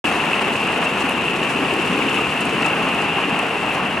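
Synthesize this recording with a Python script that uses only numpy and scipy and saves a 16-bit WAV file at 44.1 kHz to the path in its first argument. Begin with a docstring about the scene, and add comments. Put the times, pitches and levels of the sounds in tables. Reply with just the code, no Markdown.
"""Heavy rain on a caravan, heard from inside by a window.
It starts abruptly: thousands of drops drum on the roof, patter on the shell and ring a hard panel,
probably a roof vent, while fine spray hisses on the window. From then on, single heavy drops ping and
thud, and close ones tick or splash. Just after two seconds a drip plinks on the shell; a quick run of
pings follows. Near the end the drumming dips briefly and the hiss gets softer."""
import sys
import numpy as np
from scipy import signal
from scipy.fft import rfft, irfft
from scipy.io import wavfile

SR = 44100
rng = np.random.default_rng(int(sys.argv[2]) if len(sys.argv) > 2 else 0)


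def unload_wav(signal):
    """Save mono or channel-first audio to the path in sys.argv[1] as 16-bit WAV at rate SR, clipped to [-1, 1]."""
    wavfile.write(
        sys.argv[1],
        SR,
        np.round(np.clip(np.atleast_2d(signal).T, -1, 1) * 32767).astype(np.int16),
    )


N = 176400  # samples: four seconds

# How hard the rain falls on each surface. Each row: time in seconds, relative level in dB.
ROOF_DRUM_LEVEL = [(0.05, -24), (0.12, -26.5), (0.4, -25.5), (0.58, -25.5), (0.72, -27), (0.86, -26.5),
                   (1.43, -26), (1.6, -25.5), (1.95, -24), (2.22, -24.5), (2.34, -25), (2.6, -24.3),
                   (2.8, -26), (3.2, -25.5), (3.35, -26.5), (3.52, -30), (3.65, -27), (3.99, -25.5)]
ROOF_KNOCK_LEVEL = [(0.05, -32), (0.6, -31), (1.4, -30), (1.8, -28), (2.25, -28.3), (2.38, -31.5),
                    (2.7, -30), (3.1, -32), (3.5, -32), (3.99, -33)]
SHELL_LEVEL = [(0.05, -22.7), (0.48, -23), (0.55, -25.5), (0.84, -22.5), (0.91, -25.5), (1.05, -23.5),
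               (1.34, -26), (1.48, -24.5), (2.56, -25), (2.63, -22.5), (3.13, -24.5), (3.2, -24),
               (3.27, -24.5), (3.42, -23.5), (3.56, -25), (3.78, -23.5), (3.85, -25), (3.99, -24.5)]
PANEL_LEVEL = [(0.05, -23.5), (0.12, -26.5), (0.34, -24.5), (0.69, -26), (0.84, -24.5), (0.96, -26.5),
               (1.05, -25), (1.14, -27), (1.29, -25), (1.37, -26.5), (1.9, -25.5), (2.01, -24),
               (2.07, -24.5), (2.16, -23.5), (2.36, -27.5), (2.56, -25.5), (2.65, -27), (2.77, -26),
               (3.13, -24.5), (3.63, -29), (3.7, -25.5), (3.78, -29), (3.99, -28)]
SPRAY_LEVEL = [(0.05, -38.5), (0.26, -41), (0.77, -42.5), (0.84, -41), (0.91, -43), (1.05, -41.5),
               (1.34, -43.5), (1.41, -42), (2.13, -41), (2.56, -42.5), (2.63, -41), (2.77, -42.5),
               (2.84, -42), (2.92, -43.5), (3.63, -44.5), (3.7, -44), (3.85, -45), (3.99, -45.5)]
# The tone of a drop on each surface. 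Each row: frequency in Hz, relative strength in dB.
ROOF_DRUM_TONE = [(15, -47), (26, -32), (50, -28), (72, -12), (100, -12.5), (140, -4.5), (185, 0.5),
                  (265, 0.8), (325, -4), (400, -5.5), (540, -15.5), (750, -24), (2000, -54)]
ROOF_KNOCK_TONE = [(150, -27), (300, -6), (370, 0.5), (445, 2), (520, -2), (620, -12.5), (900, -31),
                   (2500, -50.5)]
SHELL_TONE = [(200, -29), (420, -9.5), (600, -2), (800, 0.5), (950, -0.5), (1100, 1), (1400, -3),
              (1750, -5), (2250, -5), (2800, -5.5), (3500, -21), (5000, -29), (9000, -47)]
PANEL_TONE = [(1000, -38.5), (2000, -16.5), (2380, -9.5), (2590, -2), (2740, 0.7), (2890, -4.5),
              (3100, -11), (3400, -18), (4200, -30.5), (6000, -47), (12000, -67)]
SPRAY_TONE = [(1500, -41), (3500, 7.5), (5000, 1.5), (6300, 0.5), (8000, 0.5), (9200, 1), (10500, -3),
              (12400, -10), (14500, -26)]
SPLASH_TONE = [(2000, -14), (4000, 4.5), (6000, 0), (8700, 2.5), (11000, -8), (14500, -25)]
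WINDOW_TONE = [(10500, 1), (12500, -7), (14500, -7)]
# Single heavy drops. Each row: start in seconds, level in dB, pitch in Hz.
PANEL_PINGS = [(.053, -9, 2695), (.095, -19, 2720), (.332, -10.5, 2670), (.345, -15, 2685),
               (.555, -12, 2600), (1.023, -14, 2750), (1.051, -16.5, 2660), (1.280, -18, 2710),
               (1.285, -15, 2740), (1.298, -16, 2750), (1.430, -18, 2820), (1.709, -13, 2700),
               (1.980, -17, 2630), (2.017, -16, 2500), (2.022, -14, 2280), (2.172, -16, 2740),
               (2.629, -14, 2720), (2.644, -14, 2650), (2.652, -11, 2630), (2.669, -17, 2670),
               (2.679, -17, 2740), (2.701, -13, 2730), (2.731, -13, 2690), (3.183, -19, 2620),
               (3.395, -14, 2650), (3.694, -18.5, 2660)]
ROOF_THUDS = [(.049, -18.5, 271), (.154, -20.5, 357), (1.040, -15, 261), (1.549, -17, 248),
              (1.619, -19, 280), (1.788, -17, 356), (2.019, -20, 260), (2.526, -17, 440), (2.613, -18, 284),
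              (2.834, -19.5, 205), (2.917, -21, 239), (3.326, -18, 196)]
SHELL_DRIP = [(2.187, -17.5, 1220)]
# Drops on or near the window. Each row: start in seconds, level in dB, pitch in Hz,
# spread around that pitch in octaves, rise time in seconds.
WINDOW_TICKS = [(1.093, -27.5, 10000, 0.28, 0.00093), (1.108, -38, 9400, .1, .0012),
                (1.738, -35, 9800, 0.4, 0.0011), (1.820, -36, 7500, .45, .0014),
                (2.132, -37, 8000, .3, .0014), (2.144, -33, 9000, .35, .0017),
                (2.407, -29, 9200, 0.36, 0.0012), (2.454, -27.5, 8700, 0.11, .0009),
                (2.946, -36, 9000, .3, .0014), (3.391, -30.5, 8500, .6, 0.0011),
                (3.702, -42, 10500, .3, .002), (3.733, -41, 10800, .14, .0014)]
# Drops that burst into spray. Each row: start in seconds, level in dB, length in seconds.
SPLASHES = [(.108, -39, .016), (0.408, -37.5, 0.016), (0.553, -37, .022), (.668, -41, .014),
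            (0.843, -38, 0.019), (0.991, -35.5, 0.04), (1.090, -43, 0.013), (1.43, -40, .016),
            (1.733, -38, .014), (2.402, -37, 0.026), (2.490, -40, .014), (2.616, -36, 0.015),
            (2.654, -31, 0.018), (3.011, -38, 0.02), (3.738, -37.5, 0.024)]
# How alike left and right sound. Each row: frequency in Hz, likeness from 0 to 1.
STEREO_LIKENESS = [(60, 1), (260, 1), (450, 0.97), (600, 0.86), (780, 0.94), (1150, 0.84), (1500, 0.81),
                   (2750, 0.78), (3600, 0.65), (6000, 0.63), (8000, 0.54), (10000, .22), (14000, .2)]
# How much louder the left side is. Each row: frequency in Hz, left minus right in dB.
LEFT_LOUDER = [(60, 5.5), (91, 1.5), (140, 3.5), (210, 2), (320, 3.5), (490, 1), (750, -0.5), (1140, 1.0),
               (1730, 2), (2630, 3.0), (4000, 2.5), (6090, 1.5), (9270, 0), (14100, 1.5)]
# How far the left wave runs ahead. Each row: frequency in Hz, lead in radians.
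LEFT_LEAD = [(60, 0.089), (750, 0.15), (1300, 0.37), (3700, 0.2), (7000, 0.4), (8200, 0.55), (9800, 1.7),
             (14000, .5)]


def rain_on_caravan():
    """The broad roof drums and, higher in pitch, knocks; the shell patters; a small hard panel rings."""
    drum = shower(ROOF_DRUM_TONE, per_s=3000, spread_db=1.45, decay_s=0.0048, gust_db=0.5, gust_hz=25)
    knock = shower(ROOF_KNOCK_TONE, per_s=3000, spread_db=1.86, decay_s=0.0039, gust_db=0.5, gust_hz=25)
    patter = shower(SHELL_TONE, per_s=5500, spread_db=1.45, decay_s=0.0024, gust_db=0.57, gust_hz=30)
    ring = shower(PANEL_TONE, per_s=2200, spread_db=0.6, decay_s=0.0032, gust_db=-0.1, gust_hz=30)
    return (gain(-1.66) * level_curve(ROOF_DRUM_LEVEL) * drum
            + level_curve(ROOF_KNOCK_LEVEL) * knock
            + gain(0.92) * level_curve(SHELL_LEVEL) * patter
            + gain(-0.14) * level_curve(PANEL_LEVEL) * ring)


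def shower(tone, per_s, spread_db, decay_s, gust_db, gust_hz, spots=48):
    """Drops of random size land on many spots of a surface; each spot answers in its own way."""
    size_db = spread_db * np.minimum(rng.exponential(1, N), 4)
    size_db += gust_db * flutter(gust_hz)  # a gust here is a brief clump of louder drops
    lands = rng.random(N) < per_s / SR
    drops = gain(size_db) * lands * rng.choice([-1, 1], N)
    spot = rng.integers(0, spots, N)
    hits = sum(excite((drops * (spot == k))[None], shiver(decay_s)) for k in range(spots))
    return unit_level(excite(hits, surface_ring(tone)))


def heavy_drops():
    """Single heavy drops ping on the panel, thud on the roof or plink on the shell."""
    pings = strikes(PANEL_PINGS, rise_s=0.0015, tone=PANEL_TONE, shiver_db=-20.5)
    thuds = strikes(ROOF_THUDS, rise_s=0.0047, tone=ROOF_DRUM_TONE, shiver_db=-16)
    drip = strikes(SHELL_DRIP, rise_s=0.0037, tone=SHELL_TONE, shiver_db=-20)
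    return pings + thuds + drip


def strikes(drops, rise_s, tone, shiver_db):
    """Each drop rings one spot at its own pitch and makes the rest of the surface shiver."""
    out = np.zeros((2, N))
    outline = impact_outline(rise_s)
    t = np.arange(len(outline)) / SR
    for start_s, db, hz in drops:
        note = outline * np.sin(2 * np.pi * (hz * t + rng.random((2, 1))))
        shake = excite(outline * rng.standard_normal(note.shape), surface_ring(tone))
        add(out, start_s, gain(db) * (note + gain(shiver_db) * shake))
    return out


def window_spray():
    """Fine droplets hiss on the window; fewer, larger ones spatter."""
    hiss = shower(SPRAY_TONE, per_s=4000, spread_db=2.0, decay_s=0.0031, gust_db=1.06, gust_hz=35)
    spatter = shower(SPLASH_TONE, per_s=90, spread_db=1.5, decay_s=0.012, gust_db=1.5, gust_hz=12,
                     spots=12)
    return level_curve(SPRAY_LEVEL) * (gain(1.7) * hiss + gain(-7.0) * spatter)


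def window_ticks():
    """Close drops tick on the window: tiny bursts of noise, each around its own pitch."""
    out = np.zeros((2, N))
    hz = np.geomspace(200, 16000, 200)
    for start_s, db, pitch_hz, octaves, rise_s in WINDOW_TICKS:
        peak_db = -20 * np.log10(1 + (np.log2(hz / pitch_hz) / octaves) ** 2)
        tone = np.c_[hz, peak_db + look_up(WINDOW_TONE, hz)]
        outline = impact_outline(rise_s)
        tap = outline * rng.standard_normal((2, len(outline)))
        add(out, start_s, gain(db) * signal.fftconvolve(tap, surface_ring(tone), axes=1))
    return out


def splashes():
    """A big drop breaks up, and its droplets land in a short swell."""
    out = np.zeros((2, N))
    t = np.arange(SR // 10) / SR
    for start_s, db, length_s in SPLASHES:
        swell = np.sin(np.pi * np.minimum(t / length_s, 1))
        droplets = swell * rng.standard_normal((2, len(t)))
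        add(out, start_s, gain(db) * signal.fftconvolve(droplets, surface_ring(SPLASH_TONE), axes=1))
    return out


def microphones(paths):
    """Two close microphones hear the bass alike and the treble more and more apart."""
    hz = np.fft.rfftfreq(N, 1 / SR)
    left, other = rfft(paths)
    alike = np.clip(look_up(STEREO_LIKENESS, hz), 0, 0.999)
    lag = np.exp(-1j * look_up(LEFT_LEAD, hz))
    right = (alike * left + np.sqrt(1 - alike ** 2) * other) * lag
    lean = gain(look_up(LEFT_LOUDER, hz) / 2)
    return irfft(np.array([left * lean, right / lean]), N)


def surface_ring(tone, size=8192):
    """How a surface with this tone rings after one sharp tap, scaled to energy 1."""
    hz = abs(np.fft.fftfreq(size, 1 / SR))
    log_gain = np.log(gain(look_up(tone, hz)))
    spectrum = np.exp(np.conj(signal.hilbert(log_gain)))  # puts all the ringing after the tap
    ring = np.fft.ifft(spectrum).real[:size // 2]
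    return ring[None] / np.linalg.norm(ring)


def shiver(decay_s, size=2048):
    """One impact: sudden, quickly dying noise, by two paths to the microphones."""
    fade = np.exp(-np.arange(size) / SR / decay_s)
    noise = rng.standard_normal((2, size)) * fade
    return noise * np.linalg.norm(fade) / np.linalg.norm(noise, axis=1, keepdims=True)


def impact_outline(rise_s, size=3000):
    """The loudness of one impact: a quick rise to 1, then a slower fall."""
    age = np.arange(size) / SR / rise_s
    return age * np.exp(1 - age)


def flutter(rate_hz):
    """A random wobble, mostly slower than the given rate."""
    hz = np.fft.rfftfreq(N, 1 / SR)
    noise = rfft(rng.standard_normal(N))
    return unit_level(irfft(noise * hz / (hz + 2) / (1 + (hz / rate_hz) ** 2), N))


def excite(taps, ring):
    """Every tap sets off a copy of the ring; the length stays the same."""
    return signal.oaconvolve(taps, ring, axes=1)[:, :taps.shape[1]]


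def gain(db):
    """Turns decibels into a multiplier."""
    return 10 ** (np.asarray(db) / 20)


def unit_level(x):
    """Scales a sound to an average (rms) level of 1."""
    return x / np.sqrt(np.mean(x ** 2) + 1e-20)


def look_up(table, hz):
    """Reads between a table's rows, on a scale of octaves."""
    row_hz, values = np.transpose(table)
    return np.interp(np.log(hz + 1), np.log(row_hz + 1), values)


def level_curve(table):
    """Turns a level table into a multiplier for each sample."""
    return gain(np.interp(np.arange(N) / SR, *np.transpose(table)))


def add(mix, start_s, sound):
    """Mixes a sound in at its start time."""
    part = mix[:, round(start_s * SR):][:, :sound.shape[1]]
    part += sound[:, :part.shape[1]]


def scene():
    """All the rain, heard from inside."""
    return microphones(rain_on_caravan() + heavy_drops() + window_spray() + window_ticks() + splashes())


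def record(dry):
    """The sound starts abruptly, and its highest treble is cut off."""
    start_s, fade_in_s, cutoff_hz = 0.041, 0.0022, 14400
    fade_in = np.clip((np.arange(N) / SR - start_s) / fade_in_s, 0, 1)
    treble_cut = signal.firwin(511, cutoff_hz, window=("kaiser", 9), fs=SR)
    return signal.oaconvolve(dry * fade_in, treble_cut[None], "same")


dry = scene()
out = record(dry)
unload_wav(out)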